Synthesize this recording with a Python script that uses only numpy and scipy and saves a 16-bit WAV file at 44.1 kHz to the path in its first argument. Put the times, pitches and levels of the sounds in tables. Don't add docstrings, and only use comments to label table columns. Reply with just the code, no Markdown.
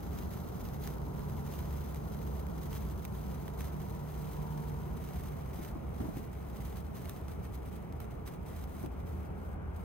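import sys
import numpy as np
from scipy.fft import rfft, irfft, next_fast_len
from scipy.io import wavfile
from scipy.ndimage import map_coordinates

SR = 44100
rng = np.random.default_rng(int(sys.argv[2]) if len(sys.argv) > 2 else 0)


def log_audio(samples):
    frames = np.atleast_2d(samples).T
    limited = np.clip(frames, -1, 1)
    pcm = np.round(limited * 32767).astype(np.int16)
    wavfile.write(sys.argv[1], SR, pcm)


N = 433944

# frequency in Hz, left minus right in dB, left lead in radians, coherence from 0 to 1.
FAR_PORTS = [(57.6, 0, -0.0, 0.95), (143, -3, 0.47, 0.95), (219, -2.5, 1.87, 0.49), (343, 4, 0.3, 0.21),
             (464, -1.5, 2.0, 0.73), (715, 5, 2.5, 0.094), (1290, -1, 0.5, 0.12), (1590, 2.5, 2.5, 0.86)]
NEAR_PORTS = [(2230, 0, 0.31, 0.69), (3430, -2, 0.5, 0.4), (4200, -3, 2, 0.66), (5070, 5, 0.66, 0.63),
              (5540, -9, 3, 0.93), (6240, -1, 0.46, 0.5), (6880, -4.5, -3, 0.36), (7400, -2, -3, 0.73),
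              (7900, 4.5, -3, 0.7), (8800, 2.5, -4, 0.78), (10240, -0.5, -3.5, 0.6), (11950, 0, -4.5, 0.92),
              (15400, 0, -5, 0.9)]

# frequency in Hz, relative density in dB.
RUMBLE_COLOUR = [(15, -39), (24, -34), (35, -16.5), (52, -4.5), (66, 0), (100, -8.5), (170, -10.5),
                 (260, -23), (600, -64.5)]
ROAR_COLOUR = [(80, -29), (180, 6), (280, -2.5), (350, -3), (430, -1), (560, -6), (780, -7.5), (1300, -15),
               (1650, -21.5), (2000, -28.5), (3000, -40), (5000, -47.5), (15000, -51)]
TYRE_COLOUR = [(400, -25), (750, -2), (1200, -4), (1600, 0), (2000, -17), (4000, -50)]
CASING_COLOUR = [(600, -52), (860, -14), (970, 6), (1100, -18), (1500, -10), (2200, -48)]
THUD_COLOUR = [(40, -15), (120, 1), (330, 0), (450, -16), (680, -11), (1200, -26), (3000, -45)]
# loudest moment and half-width in seconds, level in dB.
CAR_PASSES = [(.8, .7, -68.5), (9.7, 0.49, -60.5)]
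# time in seconds, firing rate in Hz.
FIRING_RATE = [(0, 62.6), (1.0, 70.82), (2.5, 72.74), (4.55, 75.3), (4.9, 75.08), (5.8, 73.6)]
# time in seconds, level in dB.
DRONE_LEVEL = [(0, -54.5), (1.35, -44), (1.85, -49), (2.4, -46.5), (3, -50.5), (3.7, -44.5), (4.1, -47),
               (4.55, -40), (5.25, -50), (6.3, -76)]
# multiple of the firing rate, relative level in dB.
DRONE_ORDERS = [(1, -10), (2, 1.5), (3, -12), (5, -21), (6, -12)]
# frequency in Hz, relative gain in dB.
WHINE_RESONANCE = [(680, -9), (755, -1.5), (830, -5), (905, 1), (985, 1.5), (1055, -4), (1140, -15)]
# loudest moment and half-width in seconds, pitch in Hz, glide in Hz a second, level in dB.
EXHAUST_PASSES = [(0, 0.5, 67, 1, -59), (2.1, 0.63, 69, -7.5, -43), (7.6, .6, 76, 4, -51.5),
                  (9.7, 0.81, 80.6, 1.5, -44.5)]
BRAKING_PASS = (3, 2.5, 158, -9, -49)
# start in seconds, relative level in dB.
BUMPS = [(5.587, -35), (5.753, -35.5), (6, -29.5), (6.009, -44), (6.036, -40), (6.05, -34.5), (6.085, -36),
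         (6.164, -35), (8.835, -29.5)]

# frequency in Hz, relative density in dB.
FLAME_COLOUR = [(600, -15), (1500, -1), (2300, 4.5), (3200, -6), (4500, -23), (8000, -35)]
FIZZ_COLOUR = [(300, -22), (1200, 3.5), (2400, 0), (3000, -2.5), (4000, -2.5), (5300, -6), (6200, -3),
               (7200, -4), (8300, -0.5), (10400, -5), (11400, 1), (12200, 2.5), (13500, -1.5), (15500, 0.5)]
CRACK_COLOUR = [(300, -16), (1200, 13.5), (3000, 6), (6000, -7.5), (15000, -8)]
# time in seconds, level in dB.
FLAME_LEVEL = [(0, -86), (5, -70.5), (9.84, -70.5)]
# time in seconds, relative level in dB.
BURN_LEVEL = [(0.0, -65), (0.6, -61.5), (1.02, -65.7), (1.35, -62.5), (2.5, -65.5), (4.9, -65.5),
              (5.85, -70.5), (7.3, -68.5), (8.15, -74), (9.2, -72), (9.6, -84), (9.84, -69)]
# start and hold in seconds, relative level in dB.
FLARES = [(0.017, 0.046, -64), (0.106, 0.13, -62), (0.296, 0.067, -61.5), (0.659, 0.014, -60),
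          (0.8, 0.13, -59.5), (1.159, 0.024, -63.5), (1.49, 0.112, -60), (1.623, 0.33, -65.0),
          (2.068, 0.34, -66), (2.573, 0.35, -65), (2.7, 0.082, -59.5), (3.118, 0.38, -67.5),
          (3.573, 0.098, -61), (3.71, 0.266, -69), (4.05, 0.64, -64.5), (4.996, 0.29, -63),
          (5.304, 0.2, -68.0), (5.521, 0.18, -60.5), (5.932, 0.319, -65.5), (6.142, 0.049, -62.5),
          (6.341, 0.161, -71), (6.526, 0.281, -64.0), (6.75, 0.028, -60), (6.94, 0.244, -62),
          (7.272, 0.057, -63.5), (7.416, 0.032, -63.5), (7.524, 0.025, -59.0), (7.64, 0.051, -67),
          (7.708, 0.061, -63), (8.003, 0.024, -63), (8.094, 0.025, -67.5), (8.25, 0.036, -59.5),
          (8.307, 0.04, -68), (8.449, 0.19, -62.5), (8.665, 0.19, -66), (9.046, 0.23, -70.5),
          (9.34, 0.19, -71.5), (9.735, 0.061, -70.5)]
# time in seconds, relative level in dB, low crack against the treble
# in dB, seconds for the sizzle to fall 60 dB.
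POPS = [(.187, -35, -10, 0.062), (.838, -36, -10, 0.047), (.8736, -27.5, -9, .018), (1.193, -38, -11, .015),
        (1.589, -34, -10, .02), (1.945, -34.5, -8, .015), (2.4665, -36.5, -7, .02), (2.729, -33, -3, 0.018),
        (3.043, -39.5, -6, .03), (3.0502, -26, -11, .02), (3.4795, -36.5, 2, .018), (3.6065, -31, -8, .033),
        (3.6177, -35, -11, .013), (5.647, -35.5, -2, 0.031), (7.055, -37, -1, 0.028),
        (7.0946, -25, -13, 0.013), (7.2817, -37, -16, 0.023), (7.924, -40, -17, .018),
        (8.0018, -33.5, -5, .03), (8.274, -39.5, -2, .03), (8.639, -38, -4, .018), (8.828, -40, -6, 0.017),
        (8.86, -36, -5.5, .015)]
# frequency in Hz, gain in dB with the flame at the top, gain in dB with it lower down.
TRAVEL_COLOUR = [(2600, -.5, 1), (4000, 1.5, 0), (5500, 1.5, -0.5), (7000, 1.5, -.5), (8250, -2.5, 1.5),
                 (9200, -1, 3.5), (11000, 0.5, -1)]
# delay in seconds, gain.
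ECHOES = [(.00097, 0.12), (.0046, 0.13)]

FFT_SIZE = next_fast_len(N + 8192)
BIN_HZ = np.fft.rfftfreq(FFT_SIZE, 1 / SR)
TIME = np.arange(N) / SR
SIDE = np.array([[.5], [-.5]])


def amp(db):
    return 10 ** (np.asarray(db) / 20)


def unit(x):
    return x / np.sqrt(np.mean(x ** 2) + 1e-20)


def along(rows, hz):
    row_hz, *columns = np.transpose(rows)
    return [np.interp(np.log(hz + 1), np.log(row_hz), column) for column in columns]


def curve(rows):
    return np.interp(TIME, *np.transpose(rows))


def wobble(per_second):
    knots = rng.standard_normal(int(N * per_second / SR) + 4)
    return map_coordinates(knots, [TIME * per_second], mode="nearest")


def swell(peak_s, width_s, db):
    return amp(db) * np.exp(-.5 * ((TIME - peak_s) / width_s) ** 2)


def add(track, start_s, sound):
    part = track[max(round(start_s * SR), 0):][:len(sound)]
    part += sound[:len(part)]


def rush(envelope, spectrum, ports):
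    direct, *scattered = rfft(rng.standard_normal((3, N)) * envelope, FFT_SIZE)
    balance_db, lead, coherence = along(ports, BIN_HZ)
    pair = np.sqrt(coherence) * direct + np.sqrt(1 - coherence) * np.array(scattered)
    colour = unit(amp(along(spectrum, BIN_HZ)[0]))
    pickup = amp(SIDE * balance_db) * np.exp(1j * SIDE * lead)
    return irfft(pair * colour * pickup, FFT_SIZE)[:, :N]


def town():
    rumble_db = -41.5 - 0.18 * TIME + 0.83 * wobble(6)
    rumble = rush(amp(rumble_db), RUMBLE_COLOUR, FAR_PORTS)
    roar_db = -45 - 0.2528 * TIME + 0.35 * wobble(5.7)
    roar = rush(amp(roar_db), ROAR_COLOUR, FAR_PORTS)
    hiss = rush(sum(swell(*car) for car in CAR_PASSES), TYRE_COLOUR, FAR_PORTS)
    return rumble + roar + hiss


def harmonics(rate_hz, orders, flutter_db, smear_rad):
    turns = np.cumsum(rate_hz) / SR
    tone = np.zeros((2, N))
    for order, db in orders:
        balance_db, lead, _ = along(FAR_PORTS, order * rate_hz.mean())
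        phase = 2 * np.pi * order * turns + smear_rad * wobble(9)
        level = amp(db + flutter_db * wobble(7))
        tone += level * amp(SIDE * balance_db) * np.sin(phase + SIDE * lead)
    return unit(tone)


def distant_engine():
    rate_hz, drone_db = curve(FIRING_RATE), curve(DRONE_LEVEL)
    drone = amp(drone_db) * harmonics(rate_hz, DRONE_ORDERS, flutter_db=1.5, smear_rad=0.45)
    whine_db = -59 + 1.15 * (drone_db + 44.5)
    whine_orders = [(k, along(WHINE_RESONANCE, k * rate_hz)[0]) for k in range(10, 16)]
    whine = amp(whine_db) * harmonics(rate_hz, whine_orders, flutter_db=2.5, smear_rad=0.64)
    firing = unit(1 + np.cos(2 * np.pi * np.cumsum(rate_hz) / SR))
    rasp = rush(amp(whine_db - 4.5) * firing, CASING_COLOUR, FAR_PORTS)
    return drone + whine + rasp


def passing(vehicle, orders, flutter_db, smear_rad):
    peak_s, width_s, hz, glide, db = vehicle
    rate_hz = hz + glide * np.clip(TIME - peak_s, -2 * width_s, 2 * width_s)
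    return swell(peak_s, width_s, db) * harmonics(rate_hz, orders, flutter_db, smear_rad)


def distant_vehicles():
    booms = sum(passing(vehicle, [(1, 4), (2, -12.5)], flutter_db=2, smear_rad=0.37)
                for vehicle in EXHAUST_PASSES)
    hum = passing(BRAKING_PASS, [(1, 0.013), (1.275, -1)], flutter_db=3, smear_rad=0.48)
    return booms + hum


def bumps(attack_s=0.0017, t60_s=0.13):
    blows = np.zeros(N)
    t = TIME[:SR // 4]
    for start_s, db in BUMPS:
        add(blows, start_s, amp(db - 1 - 60 * t / t60_s) * (1 - np.exp(-t / attack_s)))
    return rush(blows, THUD_COLOUR, FAR_PORTS)


def flame():
    return rush(amp(curve(FLAME_LEVEL) + 0.96 * wobble(6.8)), FLAME_COLOUR, NEAR_PORTS)


def flame_front(attack_s=0.016, t60_s=0.15, flicker_db=0.7):
    power = amp(curve(BURN_LEVEL)) ** 2
    t = TIME[:SR]
    for start_s, hold_s, db in FLARES:
        catch = np.minimum(t / attack_s, 1)
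        flare = catch * amp(db - 60 * np.maximum(t - hold_s, 0) / t60_s)
        add(power, start_s, flare ** 2)
    return np.sqrt(power) * amp(flicker_db * wobble(per_second=28))


def bursts(per_second, life_s, spread_db):
    power = np.zeros(N)
    for when, strength, span in rng.random((int(per_second * N / SR), 3)):
        decay_s = life_s * 4 ** (span - .5)
        age = np.arange(int(6 * decay_s * SR) + 2) / (decay_s * SR)
        size_db = -spread_db * np.log(strength + 0.021)
        add(power, when * N / SR, amp(size_db) ** 2 * np.exp(-age) * (1 - np.exp(-8 * age)))
    return unit(np.sqrt(power))


def pops():
    bright, low = np.zeros((2, N))
    t = TIME[:SR // 8]
    snap = amp(-60 * t / .004)
    for time_s, db, crack_db, t60_s in POPS:
        sizzle = amp(-60 * t / t60_s) * (1 - np.exp(-t / 0.00032))
        envelope = amp(db - 8) * (snap + 0.52 * sizzle)
        add(bright, time_s + 0.00089, envelope)
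        add(low, time_s + 0.00094, amp(crack_db) * envelope)
    return rush(bright, FIZZ_COLOUR, NEAR_PORTS) + rush(low, CRACK_COLOUR, NEAR_PORTS)


def sparkler():
    burn = flame_front()
    spurts = amp(-0.5) * bursts(per_second=97, life_s=0.0041, spread_db=2.5)
    ticks = amp(-5) * bursts(per_second=240, life_s=0.0002, spread_db=4.6)
    fizz = rush(amp(2.5) * burn * np.sqrt(1 + spurts ** 2 + ticks ** 2), FIZZ_COLOUR, NEAR_PORTS)
    spits = amp(-11.5) * burn * bursts(per_second=92, life_s=0.00088, spread_db=1)
    return fizz + rush(spits, CRACK_COLOUR, NEAR_PORTS)


def burning_down(sparks):
    spectrum = rfft(sparks, FFT_SIZE)
    top, bottom = (irfft(spectrum * amp(db), FFT_SIZE)[:, :N] for db in along(TRAVEL_COLOUR, BIN_HZ))
    return top + (bottom - top) * np.arange(N) / N


def reflected(direct):
    return direct + sum(gain * np.pad(direct, ((0, 0), (round(delay_s * SR), 0)))[:, :N]
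                        for delay_s, gain in ECHOES)


def scene():
    sparks = burning_down(sparkler() + pops())
    foreground = reflected(sparks + flame())
    return foreground + bumps() + town() + distant_engine() + distant_vehicles()


def record(dry, top_hz=15800):
    return irfft(rfft(dry, FFT_SIZE) * (BIN_HZ < top_hz), FFT_SIZE)[:, :N]


dry = scene()
out = record(dry)
log_audio(out)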